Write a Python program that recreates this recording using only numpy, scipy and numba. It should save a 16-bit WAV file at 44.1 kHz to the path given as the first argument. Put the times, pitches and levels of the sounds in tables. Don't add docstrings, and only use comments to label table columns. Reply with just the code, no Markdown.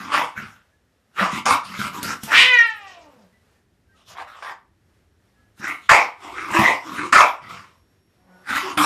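import sys
import numpy as np
from scipy import signal
from scipy.fft import rfft, irfft, next_fast_len
from scipy.io import wavfile
from scipy.ndimage import uniform_filter1d
from numba import njit

SR = 44100
rng = np.random.default_rng(int(sys.argv[2]) if len(sys.argv) > 2 else 0)


def put_to_file(sound):
    columns = np.atleast_2d(sound).T
    safe = np.clip(columns, -1, 1)
    whole_steps = np.round(safe * 32767)
    wavfile.write(sys.argv[1], SR, whole_steps.astype(np.int16))


def undo_db(level):
    steps = np.asarray(level, float) / 20
    return 10 ** steps


N = 390285
T = np.arange(N) / SR
M = next_fast_len(N)

# (frequency [Hz], density [dB per Hz])
HISS = [(1590, -28), (2700, -1.5), (3600, -3.5), (3850, -5.5), (4350, -9.5), (5600, -6), (6080, -11.5),
        (6690, -10.5), (11800, -21), (13800, -20)]


def level(x, db):
    return x * undo_db(db) / np.sqrt(np.mean(x ** 2))


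def coloured(points):
    hz, db = np.transpose(points)
    f = np.fft.rfftfreq(M, 1 / SR) + 1
    gain = undo_db(np.interp(np.log(f), np.log(hz), db))
    return level(irfft(rfft(rng.standard_normal(M)) * gain, M)[:N], 0)


def walk(rate):
    k = int(SR / rate)
    held = np.repeat(rng.standard_normal(N // k + 1), k)
    return 1.4 * uniform_filter1d(uniform_filter1d(held, k), k)[:N]


def patchy(x, lo_hz, depth_db, rate, count=7):
    spectrum = rfft(x, M)
    octaves = np.log2(np.fft.rfftfreq(M, 1 / SR) / lo_hz + 1e-9)
    out = 0
    for k in range(count):
        share = np.clip(1 - abs(np.clip(4 * octaves, 0, count - 1) - k), 0, 1)
        out = out + undo_db(depth_db * walk(rate)) * irfft(spectrum * share, M)[:N]
    return level(out, 0)


def play(table):
    s, *columns = np.transpose(table)
    gate = np.clip(np.minimum(T - s[0] + 0.033, s[-1] + .01 - T) / 0.022, 0, 1)
    return gate, [np.interp(T, s, c) for c in columns]


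@njit
def svf(x, hz, width):
    y, b, l = np.empty(len(x)), 0., 0.
    for i in range(len(x)):
        g, k = np.tan(np.pi * hz[i] / SR), width / hz[i]
        v = (b + g * (x[i] - l)) / (1 + g * (g + k))
        b, l, y[i] = 2 * v - b, l + 2 * g * v, k * v
    return y


def steep(x, hz, width):
    return level(svf(svf(x, hz, width), hz, width), 0)


def tones(table):
    out = 0
    for s, long, hz, db in table:
        swell = np.sin(np.pi * np.clip((T - s) / long, 0, 1)) ** 0.18
        out = out + undo_db(db) * swell * np.sin(2 * np.pi * hz * T)
    return out


@njit
def walls(x, lags, gain, damp):
    line, soft, out = np.zeros((8, 4096)), np.zeros(8), np.zeros(len(x))
    for i in range(len(x)):
        total = 0.
        for k in range(8):
            soft[k] += (1 - damp) * (gain[k] * line[k, (i - lags[k]) & 4095] - soft[k])
            total += soft[k]
        out[i] = soft[0] - soft[3] + soft[5] - soft[6]
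        for k in range(8):
            line[k, i & 4095] = x[i] + soft[k] - total / 4
    return out


def kitchen():
    # (frequency [Hz], density [dB per Hz])
    hush_spectrum = [(15, -28.5), (25, -6.5), (91, 5.5), (126, -2), (160, -4), (271, -4.5), (344, -8.5),
                     (372, -7), (741, -14), (1070, -16.5), (1820, -15.5), (2250, -19.5), (14000, -33)]
    # (time [s], level [dB])
    whine_curve = [(0, -92), (7.4, -89.5), (7.75, -83), (8.85, -71)]
    hush = patchy(coloured(hush_spectrum), 100, 2, 10, count=10)
    hush = level(hush * undo_db(np.interp(T, [1.1, 2.5], [-3, 0])), -63.5)
    fridge_hz, flicker_db, flicker_rate = 5544, 3, 25
    whine = np.sin(2 * np.pi * fridge_hz * T + 3 * walk(6))
    whine = whine + .5 * steep(rng.standard_normal(N), 11300 + 0 * T, 900.)
    whine_db = np.interp(T, *np.transpose(whine_curve)) + flicker_db * walk(flicker_rate)
    return hush + undo_db(whine_db) * whine


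def paws():
    # (time [s], peak level [dB], thud over claw [dB])
    steps = [(0.3766, -36.5, -5.5), (0.425, -43.5, 0.5), (1.791, -23, -10), (2.0293, -5.5, -33),
             (2.234, -9, -28), (3.1631, -61, -1.5), (3.3263, -53.5, -13), (5.5985, -38.5, -8.5),
             (5.68, -19.5, -41), (6.5144, -19, -20.5), (6.5908, -8.5, -12)]
    t = T[:SR // 4]
    out = np.zeros(N + len(t))
    for s, db, thud_db in steps:
        claw = rng.standard_normal(len(t)) * (np.exp(-t / 0.0026) + 0.61 * np.exp(-t / 0.052))
        thud = np.sin(2 * np.pi * 140 * t) * np.exp(-t / 0.041)
        thud = thud + 2.3 * np.sin(2 * np.pi * 215 * t) * np.exp(-t / .02)
        start = int(s * SR)
        out[start:start + len(t)] += undo_db(db - 21) * claw + undo_db(db + thud_db + 0.5) * thud
    return out[:N]


def cat_growl():
    # (time [s], pitch [Hz], level [dB])
    growl_curve = [
        (8.2, 182.3, -72),
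        (8.268, 184, -65),
        (8.294, 183.3, -58),
        (8.44, 184.5, -57.5),
    ]
    # (multiple of the pitch [1], level [dB])
    orders = [(1, -4.5), (2, -6), (3, -11), (4, -1), (5, -7), (6, -14), (7, -28), (8, -1.5), (9, -26),
              (10, -17)]
    gate, (hz, db) = play(growl_curve)
    phase = 2 * np.pi * np.cumsum(hz * (1 + 0.00583 * walk(69))) / SR
    hum = 0
    for k, order_db in orders:
        hum = hum + undo_db(order_db + 5 * walk(18)) * np.sin(k * phase + k * k)
    breath = steep(rng.standard_normal(N), 750 + 0 * T, 1060.0)
    return gate * undo_db(db) * (level(hum, -2.4) + undo_db(-9) * breath)


def cat_cry():
    # (time [s], pitch [Hz], low harmonics [dB], open-mouth harmonics over low [dB])
    cry_curve = [
        (2.3, 444.2, -34.5, -8),
        (2.35, 446.3, -36, 19.5),
        (2.43, 503.3, -38.5, 30),
        (2.5, 503.7, -35, 23.5),
        (2.6, 469.2, -38, 24),
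        (2.72, 437.5, -44, 6.5),
        (2.92, 367.7, -48.5, -1.5),
        (3.112, 274.7, -54, -16),
        (3.28, 167, -61.5, -40),
    ]
    # (frequency [Hz], level [dB])
    mouth_response = [(710, -41.5), (1200, -14.5), (1490, -16.5), (1880, 1.5), (2100, -16.5), (2370, -8.5),
                      (3050, -13.5), (4730, -35), (6130, -49.5), (7000, -44.5), (9100, -82)]
    # (time [s], share lost [0-1])
    fray_curve = [(2.3, 1), (2.42, .85), (2.5, .06), (2.74, .08), (2.9, .7), (3.3, 1)]
    gate, (hz, low_db, open_db) = play(cry_curve)
    phase = 2 * np.pi * np.cumsum(hz * (1 + 0.0029 * walk(60))) / SR
    fray = np.interp(T, *np.transpose(fray_curve))
    mouth_hz, mouth_db = np.transpose(mouth_response)

    breath_db = -12 + 0.09 * open_db
    above = signal.butter(4, 3900, "high", fs=SR, output="sos")
    breath = patchy(signal.sosfilt(above, coloured(HISS)), 6600, 6.3, 54, count=5)
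    out = undo_db(breath_db - 5.5) * breath
    mouth_rasp = patchy(steep(rng.standard_normal(N), 2580 + 0 * T, 1500.0), 1300, 4.5, 18, count=6)
    out = out + fray * undo_db(open_db - 3.5) * mouth_rasp
    out = out + fray * undo_db(-10) * steep(rng.standard_normal(N), 650 + 0 * T, 900.)

    for k in range(1, 14):
        throat_db = np.interp(k * hz, [180, 420, 500, 900, 1200, 1500], [-0.5, -27, -6.5, -4, -5, -28.0])
        low = undo_db(throat_db - 7.4 * max(k - 2, 0) * fray)
        high = undo_db(open_db + np.interp(k * hz, mouth_hz, mouth_db, left=-60) - 1.5 - 1.2 * k * fray)
        shimmer = undo_db((.8 + .3 * k) * walk(28))
        jitter = k * (.025 + .09 * fray) * walk(140)
        out = out + (low + high) * shimmer * np.sin(k * phase + k * k + jitter)
    return gate * undo_db(low_db) * out


def nose():
    # (time [s], length [s], frequency [Hz], level [dB])
    whistles = [(.725, 0.045, 1700, -65), (3.33, 0.046, 1980, -65), (3.55, 0.039, 1810, -68),
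                (3.889, 0.045, 1580, -63.5), (3.92, 0.046, 1884, -67), (3.94, 0.031, 1280, -63),
                (5.35, 0.14, 1680, -68.5), (5.38, 0.045, 1320, -67)]
    # (time [s], length [s], frequency [Hz], level [dB])
    grunts = [(1.21, 0.03, 197.3, -23), (1.33, 0.012, 196, -26), (6.545, 0.085, 331, -18.5),
              (6.85, 0.068, 318.3, -38.5), (8.63, 0.059, 374, -32), (8.772, 0.048, 305, -21.5)]
    return tones(whistles) + tones(grunts)


def folds(hz, jitter, scatter_db, air):
    chance = rng.standard_normal((N // 60, 2))
    starts = np.cumsum(np.exp(jitter * chance[:, 0]))
    cycles = hz * T
    index = np.searchsorted(starts, cycles)
    force = undo_db(scatter_db * chance[index, 1])
    slaps = np.diff(index, prepend=0) * force
    puff = force * (.8 + np.exp(-(cycles - starts[index - 1]).clip(0) / 0.31))
    return level(slaps, 0) + air * level(puff * rng.standard_normal(N), 0), level(puff, 0)


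def effort():
    # (time at full strength [s], hold [s], throat level [dB],
    # throat resonance [Hz], mouth over throat [dB])
    barks = [
        (5.894, 0.072, -9.5, 1076, -1),
        (7.146, 0.069, -10, 1113, -4),
    ]
    yaps = [(1.457, 0.079, -14.5, 1120, -8), (7.126, .015, -13.5, 1228, -12.5), (8.775, .09, -15, 1126, -8)]
    woofs = [(.14, 0.056, -17.5, 1155, -11), (1.2, 0.056, -20, 1159, -18.5),
             (2.325, 0.083, -21.5, 1239, 6.5), (5.645, 0.055, -30.5, 1352, 3.5),
             (6.55, 0.15, -18, 995, 3.5), (8.5, 0.05, -27, 1374, -6.5), (8.56, 0.018, -21.5, 1322, 2.5)]
    huffs = [(1.32, .07, -28.5, 1112, -2), (1.72, 0.047, -36, 1119, -1), (1.8, .08, -28.5, 1366, -2.5),
             (1.95, 0.038, -33, 1060, -11.5), (2.05, .085, -30.5, 1408, -18.5)]
    grumbles = [(.01, .11, -37, 1180, -8.5), (6.24, .09, -38.5, 1001, -6), (6.37, .09, -36, 1324, -0.5),
                (6.48, 0.044, -31, 1026, -4.5), (6.87, .04, -34, 1051, -15), (6.945, .12, -31, 1165, -5.5),
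                (8.64, 0.082, -32, 1080, -37)]
    snorts = [(.376, 0.054, -37, 1449, -8), (7.43, .05, -45.5, 1314, 2.5), (7.495, .05, -37.5, 1191, -4.5),
              (7.57, 0.034, -49.5, 1139, -11.5)]
    whimpers = [(4.175, .05, -35.5, 1053, -5), (4.28, .13, -45.5, 1213, -24), (4.43, .09, -36, 1131, 1)]
    sniffs = [(1.65, 0.054, -46, 1310, -23), (2.025, 0.017, -48, 1093, -5), (2.23, 0.031, -49.5, 1140, -2),
              (3.97, 0.053, -66, 1188, 4), (4.09, 0.049, -52.5, 1094, 4), (4.37, .035, -53, 1150, 6),
              (5.6, 0.018, -51.5, 1250, -0.5), (5.82, .05, -60.5, 1200, -6)]
    # (calls, swell [dB/s], fade [dB/s], jaw travel [0-1], mouth resonance [Hz],
    # chest over throat [dB], chest resonance [Hz], hiss over throat [dB])
    kinds = [(barks, 5900, 270, 1., 1900, -14, 430, -12.5),
             (yaps, 7000, 400, 0.12, 2100, -5, 260, -8),
             (woofs, 600, 260, 0.74, 1800, -8.5, 300, -9.5),
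             (huffs, 300, 540, .3, 2050, -5, 200, -6.5),
             (grumbles, 320, 350, 0.34, 2050, -4, 290, -9),
             (snorts, 700, 160, .2, 2000, -5.5, 130, -11.5),
             (whimpers, 890, 650, 0.18, 1600, -27, 180, -12),
             (sniffs, 600, 590, .2, 680, -1, 170, 6.3)]
    burst_db, burst_s, sharp_db_s = 1, 0.06, 4001
    throat_sink, mouth_lift, mouth_opens_db, hiss_calms_db = .3, .33, 10, 3.5
    mouth_shuts_db_s, hiss_lingers_db_s = 81.5, 49.5
    chest_lag, usual_db = 0.68, -29

    t = np.arange(0, N / SR + .002, .001)
    power, shape = 1e-12, 0
    for calls, swell, fade, jaw, mouth_hz, chest_db, chest_hz, hiss_db in kinds:
        for s, hold, db, throat_hz, mouth_db in calls:
            ended = t - s - hold
            burst = min(swell / sharp_db_s, 1) * burst_db * np.exp(-(t - s).clip(0) / burst_s)
            strength = undo_db(db - swell * (s - t).clip(0) - fade * ended.clip(0) + burst) ** 2
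            travel = jaw * (((t - s) / hold).clip(0, 1.2) - .5)
            posture = np.array([
                throat_hz * (1 - throat_sink * travel),
                mouth_db + mouth_opens_db * travel - mouth_shuts_db_s * ended.clip(0, .2),
                mouth_hz * (1 + mouth_lift * travel),
                chest_db - chest_lag * max(db - usual_db, 0) + 0 * t,
                chest_hz + 0 * t,
                hiss_db - hiss_calms_db * travel + hiss_lingers_db_s * ended.clip(0, .15),
                1 + 0 * t])
            power = power + strength
            shape = shape + (strength + 1e-14) * posture
    return [np.interp(T, t, c) for c in [np.sqrt(power), *(shape[:-1] / shape[-1])]]


def dog():
    gate, throat_hz, mouth_db, mouth_hz, chest_db, chest_hz, hiss_db = effort()
    source, puff = folds(189.87, .3, 2.5, 1.5)
    wander = .03

    throat = steep(source, throat_hz * (1 + wander * walk(35)), 380.)
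    throat = throat + patchy(steep(source, .9 * throat_hz, 1300.), 500, 4, 30)
    mouth = steep(source, mouth_hz * (1 + wander * walk(35)), 350.)
    mouth = mouth + .9 * patchy(steep(source, .94 * mouth_hz, 1400.), 1300, 4, 30, count=5)
    chest = steep(source, chest_hz * (1 + 5 * wander * walk(20)), 120.)
    chest = chest + patchy(steep(source, 200 + 0 * T, 520.), 70, 3.5, 14, count=4)
    hiss = patchy((.8 + .3 * puff) * coloured(HISS), 2800, 4, 22, count=9)

    voiced = level(throat, 0.65) + undo_db(mouth_db) * level(mouth, -4.4) + undo_db(chest_db) * level(chest, -1.9)
    voiced = signal.sosfilt(signal.ellip(5, 1, 35, 2620, fs=SR, output="sos"), voiced)
    return gate * (voiced + undo_db(hiss_db - 1.0) * hiss)


def scene():
    near = dog() + paws() + nose()
    far = cat_cry() + cat_growl()
    room_t60_s, room_damp = .33, .45
    lags = rng.integers(400, 1900, 8)
    sent = undo_db(-9.0) * near + undo_db(-2.0) * far + 1e-18
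    room = walls(sent, lags, undo_db(-60 * lags / SR / room_t60_s), room_damp)
    return (near + undo_db(4.5) * far + room + kitchen())[None]


def top_cut(x):
    return signal.sosfilt(signal.butter(12, 15660, fs=SR, output="sos"), x)


def record(dry):
    dry = signal.sosfilt(signal.butter(2, 48, "high", fs=SR, output="sos"), dry)
    dry = signal.sosfilt(signal.ellip(10, .2, 60, 13850, fs=SR, output="sos"), dry)
    rounded = .96 * np.tanh(1.15 * dry)
    return top_cut(rounded)


dry = scene()
out = record(dry)
put_to_file(out)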